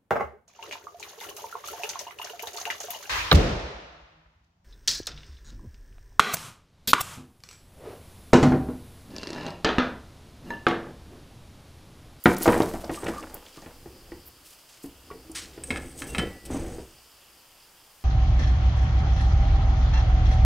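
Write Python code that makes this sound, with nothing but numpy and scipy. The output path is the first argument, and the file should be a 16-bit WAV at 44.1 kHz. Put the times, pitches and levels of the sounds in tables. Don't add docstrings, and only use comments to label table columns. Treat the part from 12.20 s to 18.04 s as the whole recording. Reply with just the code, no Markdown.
import sys
import numpy as np
from scipy import signal
from scipy.fft import rfft, irfft
from scipy.io import wavfile

SR = 44100
rng = np.random.default_rng(int(sys.argv[2]) if len(sys.argv) > 2 else 0)


def waveform_to_disk(signal):
    frames = np.transpose(np.atleast_2d(signal))
    scaled = np.clip(frames, -1, 1) * 32767
    samples = np.round(scaled).astype(np.int16)
    wavfile.write(sys.argv[1], SR, samples)


def attenuation_scalar(level_db):
    decades = np.asarray(level_db, float) / 20
    return 10 ** decades


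N = 257544

# start_s, level_db, hardness_db, pitch_hz
LANDINGS = [(0.057, 5, -8.5, 292), (0.208, -16, -13, 322), (0.256, -4, -15, 750),
            (0.2768, -1.5, -12.5, 358), (0.2912, -7.5, -14, 407), (0.329, -9.5, -8, 494),
            (0.363, -9.5, -21, 293), (0.402, -1.5, -23, 330), (0.478, -16.5, -30, 280),
            (0.537, -11.5, -35, 285), (0.639, -22, -27, 650), (0.694, -11, -13.5, 338),
            (0.832, -16.5, -19, 338), (0.861, -17.5, -14.5, 370), (0.883, -14, -11, 386),
            (1.024, -26, -21, 339), (1.137, -27, -20, 464), (1.373, -29.5, -13, 304),
            (1.422, -30, -15, 480), (1.46, -25.5, -12, 357), (1.658, -29.5, -18, 368),
            (1.919, -27, -10, 342), (2.641, -24.5, -22.5, 280), (2.911, -27, -8, 406),
            (3.097, -35, -35, 333), (3.377, -27, -16, 385), (3.5041, -17.5, -39, 251),
            (3.559, -24, -17, 248), (3.818, -27, -27, 282), (3.984, -13, -14, 179.4),
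            (4.301, -19, -38, 317), (4.344, -15, -44, 286), (4.582, -24.5, -27, 380)]
# frequency_hz, level_db, t60_s
TABLE_MODES = [(189, -10.5, 0.18), (259, -6, 0.13), (330.1, -2, 0.092), (480, 3.5, 0.022), (666, 8, 0.011),
               (764, 7, 0.012), (927.6, -5.5, 0.012)]
# frequency_hz, level_db, t60_s
WALL_MODES = [(6260, -1.5, 0.013), (6790, -10.5, 0.08), (7960, -3.5, 0.04), (8400, -7, 0.024),
              (8530, -6.5, 0.09), (9000, 3, 0.0085)]
TUMBLE_END_S = 1.55


def rms_one(x):
    return x / np.sqrt(np.mean(x ** 2) + 1e-20)


def band(x, low_hz, high_hz):
    edges_hz = [low_hz, min(high_hz, 0.45 * SR)]
    return signal.sosfilt(signal.butter(2, edges_hz, "band", fs=SR, output="sos"), x)


def drift(rate_hz):
    step = 40
    pole = np.exp(-2 * np.pi * rate_hz * step / SR)
    noise = rng.standard_normal(N // step + 2002)
    slow = signal.lfilter([1], [1, -2 * pole, pole * pole], noise)[2000:]
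    return np.interp(np.arange(N) / step, np.arange(len(slow)), rms_one(slow))


def ring(force, hz, t60_s):
    radius = attenuation_scalar(-60 / (t60_s * SR))
    angle = 2 * np.pi * hz / SR
    feedback = [1, -2 * radius * np.cos(angle), radius * radius]
    return signal.lfilter([0, np.sin(angle)], feedback, force + 1e-18)


def strike(modes, times_s, levels_db, spots_hz, slope_db, chatter_s, chatter_db):
    at = np.round(np.asarray(times_s) * SR).astype(int)
    out = np.zeros(N)
    luck_db = 1.5 * rng.standard_normal((len(at), len(modes)))
    shiver = attenuation_scalar(chatter_db) * rng.standard_normal(N)
    for k, (hz, mode_db, t60_s) in enumerate(modes):
        distance_db = slope_db * np.abs(np.log2(hz / spots_hz))
        clicks = np.zeros(N)
        clicks[at] = attenuation_scalar(levels_db + mode_db + luck_db[:, k] - distance_db)
        chatter = shiver * signal.lfilter([1], [1, -np.exp(-1 / (chatter_s * SR))], clicks + 1e-18)
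        out += ring((-1) ** k * clicks + chatter, hz, t60_s)
    return out


def grains(per_s, spread_db):
    sizes = attenuation_scalar(spread_db * np.minimum(rng.exponential(1, N), 4))
    signed_sizes = sizes * rng.choice([-1, 1], N)
    return rms_one(signed_sizes * (rng.random(N) < per_s / SR))


def stroke(start_s, rise_s, fade_s, level_db):
    t = np.arange(round((rise_s + 6 * fade_s) * SR)) / SR
    rise = np.sin(np.pi / 2 * t / rise_s) ** 2
    fade = np.exp((rise_s - t) / fade_s)
    return round(start_s * SR), attenuation_scalar(level_db) * np.where(t < rise_s, rise, fade)


def air():
    # frequency_hz, density_db (per Hz)
    hiss_curve = [(20, -1.5), (60, -4), (250, -2.5), (750, 1), (1250, 0.5), (1600, -2.5), (4000, -7.5),
                  (8000, -5.5), (15500, -7.5)]
    curve_hz, curve_db = np.transpose(hiss_curve)
    hz = np.maximum(np.arange(N // 2 + 1) * SR / N, 1)
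    shape_db = np.interp(np.log(hz), np.log(curve_hz), curve_db)
    spectrum = rfft(rng.standard_normal(N)) * attenuation_scalar(shape_db)
    return attenuation_scalar(-56.5) * rms_one(irfft(spectrum, N))


def insects():
    # centre_hz, width_hz, level_db
    chorus = [(2980, 790, -65.5), (4870, 790, -64)]
    out = np.zeros(N)
    for hz, width_hz, level_db in chorus:
        voices = rms_one(band(rng.standard_normal(N), hz - width_hz / 2, hz + width_hz / 2))
        out += attenuation_scalar(level_db + 2.0 * drift(5.5)) * voices
    return out


def room(x):
    t60_s, wall_cut_hz = 0.42, 3300
    t = np.arange(SR // 2) / SR
    hiss = rng.standard_normal(len(t)) * np.minimum(t / 0.0021, 1)
    dull = band(hiss, 80.3, wall_cut_hz)
    dull_tail = dull * attenuation_scalar(-60 * t / t60_s)
    bright_tail = 0.8 * (hiss - dull) * attenuation_scalar(-60 * t / (0.5 * t60_s))
    tail = dull_tail + bright_tail
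    return signal.fftconvolve(x, tail / np.sqrt(np.sum(tail ** 2)))[:N]


def rub():
    # start_s, rise_s, fade_s, level_db, lowest_hz
    rubs = [(0.048, 0.0027, 0.26, -41, 2640), (.21, 0.022, 0.16, -38.5, 2720),
            (.70, 0.048, 0.033, -43, 2220), (.838, 0.0069, 0.18, -48, 2050),
            (1.248, 0.0075, 0.33, -59, 1470), (2.04, 0.042, 0.01, -47, 11400),
            (2.233, 0.042, 0.068, -49, 2830), (2.471, 0.047, 0.065, -53, 1730),
            (2.62, 0.017, 0.022, -44.5, 5700), (3.144, 0.011, 0.068, -35.5, 1350),
            (3.50, 0.012, 0.034, -46, 1080), (3.778, 0.014, 0.025, -43.5, 2600),
            (3.865, 0.0041, 0.2, -52, 3000), (3.98, 0.01, 0.023, -38.5, 1050),
            (4.244, 0.02, 0.013, -50, 2490), (4.29, 0.029, 0.171, -56.5, 587)]
    span_octaves, top_hz = 2.31, 15300
    out = np.zeros(N)
    friction = grains(11000, spread_db=1.0) * attenuation_scalar(2.7 * drift(48))
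    tumbling = np.arange(N) < TUMBLE_END_S * SR
    lone_ticks = tumbling * attenuation_scalar(-2) * grains(250, spread_db=3.2)
    friction = friction * attenuation_scalar(tumbling * 3 * drift(60)) + lone_ticks
    for start_s, rise_s, fade_s, level_db, low_hz in rubs:
        at, envelope = stroke(start_s, rise_s, fade_s, level_db)
        envelope = envelope[:N - at]
        end = at + len(envelope)
        high_hz = min(low_hz * 2 ** span_octaves, top_hz)
        out[at:end] += envelope * rms_one(band(friction[at:end], low_hz, high_hz))
    return out


def scrape():
    # start_s, rise_s, fade_s, level_db, pitch_hz
    scrapes = [(.25, 0.043, 0.15, -47, 8500), (0.722, 0.037, 0.098, -47.5, 8600),
               (3.147, 0.014, 0.042, -38.5, 9100), (3.45, 0.026, 0.35, -49.5, 9000),
               (3.749, 0.057, 0.037, -45, 7300), (3.868, 0.0059, 0.089, -45.5, 8200),
               (4.30, 0.016, 0.18, -47, 6300), (4.44, 0.11, 0.0073, -63, 7030)]
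    out = np.zeros(N)
    slips = grains(800, spread_db=2.0)
    for start_s, rise_s, fade_s, level_db, spot_hz in scrapes:
        at, envelope = stroke(start_s, rise_s, fade_s, level_db)
        force = slips[at:at + len(envelope)]
        rings = np.zeros(len(force))
        for hz, mode_db, t60_s in WALL_MODES:
            mode_gain = attenuation_scalar(mode_db - 11 * abs(np.log2(hz / spot_hz)))
            rings += mode_gain * ring(force, hz, 0.61 * t60_s)
        out[at:at + len(envelope)] += envelope * rms_one(rings)
    return out


def drag():
    # time_s, level_db
    roll_curve = [(.05, -68), (.08, -22.5), (.21, -52), (.252, -38), (.285, -24.5), (.6, -47.5), (.95, -41),
                  (1.35, -60), (1.9, -55), (2.5, -76.5), (2.9, -58), (3.47, -51.5), (3.53, -34.5),
                  (3.72, -51.5), (4.03, -33), (4.22, -57.5), (4.33, -34.5), (4.6, -42.5), (4.72, -75.5)]
    t = np.arange(N) / SR
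    curve_s, curve_db = np.transpose(roll_curve)
    roll_db = np.interp(t, curve_s, curve_db)
    tumbling = np.arange(N) < TUMBLE_END_S * SR
    bumps = grains(2500, spread_db=3.0)
    taps = rms_one(band(grains(550, spread_db=4), 130, 1500))
    soft_bumps = rms_one(band(bumps, 170, 810))
    grit = rms_one(band(np.where(tumbling, taps, bumps), 280, 2600))
    contacts = np.where(tumbling, taps, soft_bumps)
    roll = np.zeros(N)
    for k, (hz, mode_db, t60_s) in enumerate(TABLE_MODES):
        roll += (-1) ** k * attenuation_scalar(mode_db) * ring(contacts, hz, t60_s)
    rolling = attenuation_scalar(roll_db + 1.0 * drift(34)) * rms_one(rms_one(roll) + attenuation_scalar(-7.0) * grit)

    push = rng.standard_normal(N)
    sway = attenuation_scalar(-1.0) * rms_one(band(push, 18, 25)) + rms_one(band(push, 50, 82))
    sway += ~tumbling * rms_one(band(push, 53, 140))
    shake_s = 0.11
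    jolts = np.zeros(N)
    for start_s, level_db, *_ in LANDINGS:
        jolts[round(start_s * SR)] = attenuation_scalar(-35.5 + 0.6 * level_db)
    shake = signal.lfilter([1], [1, -np.exp(-1 / (shake_s * SR))], jolts + 1e-18)
    swing = attenuation_scalar(-50 + 0.88 * (roll_db + 50))
    light_pods = attenuation_scalar(-5.5 * tumbling)
    return rolling + light_pods * np.hypot(swing, shake) * rms_one(sway)


def bowl():
    # frequency_hz, level_db, t60_s
    free_modes = [(323, 0, .35), (445, 0, .2), (1120, 0, 0.13), (1190, -1, 0.085), (1960, 0, 1),
                  (2130, 0, 0.3), (2740, 0, 0.5), (3079, 2, 0.23)]
    # start_s, level_db, pitch_hz
    nudges = [(0.775, -35, 1190), (.937, -32, 1190), (0.9668, -28, 1200), (0.981, -26, 1180),
              (1.38, -41, 1180), (2.903, -38, 1120), (2.945, -43, 445), (3.05, -47, 323), (3.097, -38, 323),
              (3.575, -43, 2130), (3.889, -46, 2740), (3.983, -36, 3079), (3.994, -30, 3079),
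              (3.991, -46, 1960)]
    start_s, level_db, spot_hz = np.transpose(nudges)
    return strike(free_modes, start_s, level_db, spot_hz, slope_db=200, chatter_s=0.006, chatter_db=-31)


def ticks():
    # start_s, peak_db, pitch_hz
    flicks = [(0.039, -18.5, 14600), (0.167, -29, 5860), (0.1832, -21.5, 14200), (0.2216, -21, 8400),
              (0.2324, -14, 12400), (0.264, -26, 6200), (0.4195, -26.5, 4320), (0.6437, -33, 4600),
              (0.7442, -31.5, 2500), (0.867, -24, 2290), (1.0067, -38, 6800), (1.0267, -37, 2360),
              (1.143, -22.5, 14200), (1.2645, -37.5, 2980), (1.419, -41, 5470), (3.116, -33, 8200),
              (3.573, -35, 3980)]
    size = 600
    out = np.zeros(N)
    decay = np.exp(-np.arange(size) / SR / 0.0037)
    for start_s, peak_db, hz in flicks:
        puff = band(rng.standard_normal(size) * decay, hz / 1.3, hz * 1.3)
        at = round(start_s * SR)
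        out[at:at + size] += attenuation_scalar(peak_db) * puff / np.max(np.abs(puff))
    return out


def clinks():
    # start_s, level_db, treble_db, pitch_hz
    contacts = [(3.4365, -33, 13, 2580), (3.505, -14, -13, 2250), (3.559, -20.5, -13, 1850),
                (3.57, -27, 1, 1680), (3.8203, -18.5, -30, 2010), (3.948, -15.5, -12, 2250),
                (3.9825, -16, -2, 3100), (3.993, -17.5, -18.5, 1410), (4.252, -43.5, 18.5, 3460)]
    # frequency_hz, level_db, t60_s
    body_modes = [(1335, -1, 0.04), (1710, 0, 0.05), (2180, 4, 0.013), (2600, 0, 0.025), (3100, -1, 0.015),
                  (3870, 0, 0.008), (5100, -3, 0.02)]
    start_s, level_db, treble_db, spot_hz = np.transpose(contacts)
    body = strike(body_modes, start_s, level_db - 9.0, spot_hz,
                  slope_db=9.5, chatter_s=0.011, chatter_db=-25.5)
    wall = strike(WALL_MODES, start_s, level_db + treble_db - 15.5, 8440,
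                  slope_db=35, chatter_s=0.0056, chatter_db=-14.5)
    return body + wall


def knocks():
    # frequency_hz, level_db, t60_s
    hard_modes = [(1540, 2, 0.0068), (1910, -5, 0.019), (2250, -5, 0.0084), (2674, -7, 0.0036)]
    start_s, level_db, hard_db, spot_hz = np.transpose(LANDINGS)
    soft = strike(TABLE_MODES, start_s, level_db - 16.0, spot_hz,
                  slope_db=7.0, chatter_s=0.02, chatter_db=-23)
    hard = strike(hard_modes, start_s, level_db + hard_db - 11.5, 2200,
                  slope_db=1.0, chatter_s=0.0074, chatter_db=-11.5)
    spot = np.zeros(N + SR)
    t = np.arange(SR // 8) / SR
    rise = 1 - np.exp(-t / 0.0009)
    for at, db, hz in zip(np.round(start_s * SR).astype(int), level_db, spot_hz):
        cycles = 7 if at < TUMBLE_END_S * SR else 26
        decay = attenuation_scalar(db - 5 - 60 * t * hz / cycles)
        spot[at:at + len(t)] += decay * rise * np.sin(2 * np.pi * hz * t)
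    return band(soft + hard + spot[:N], 110, 7200)


def scene():
    blows = knocks() + clinks()
    flicks = ticks()
    echoes = attenuation_scalar(-10) * room(blows + attenuation_scalar(-0.5) * flicks)
    contacts = drag() + rub() + scrape()
    mid = blows + bowl() + flicks + echoes + contacts + air() + insects()
    capsule_hiss = attenuation_scalar(-64) * rms_one(band(rng.standard_normal(N), 1710, 19845))
    side = capsule_hiss + attenuation_scalar(-50.5) * drift(30) * mid
    return np.array([mid + side, mid - side])


def top_cut(x):
    return signal.sosfilt(signal.butter(12, 16820, fs=SR, output="sos"), x)


def record(dry):
    clipped = np.clip(dry, -1, 1)
    low_pass = signal.cheby2(10, 30, 16100, fs=SR, output="sos")
    return top_cut(signal.sosfilt(low_pass, clipped))


dry = scene()
out = record(dry)
waveform_to_disk(out)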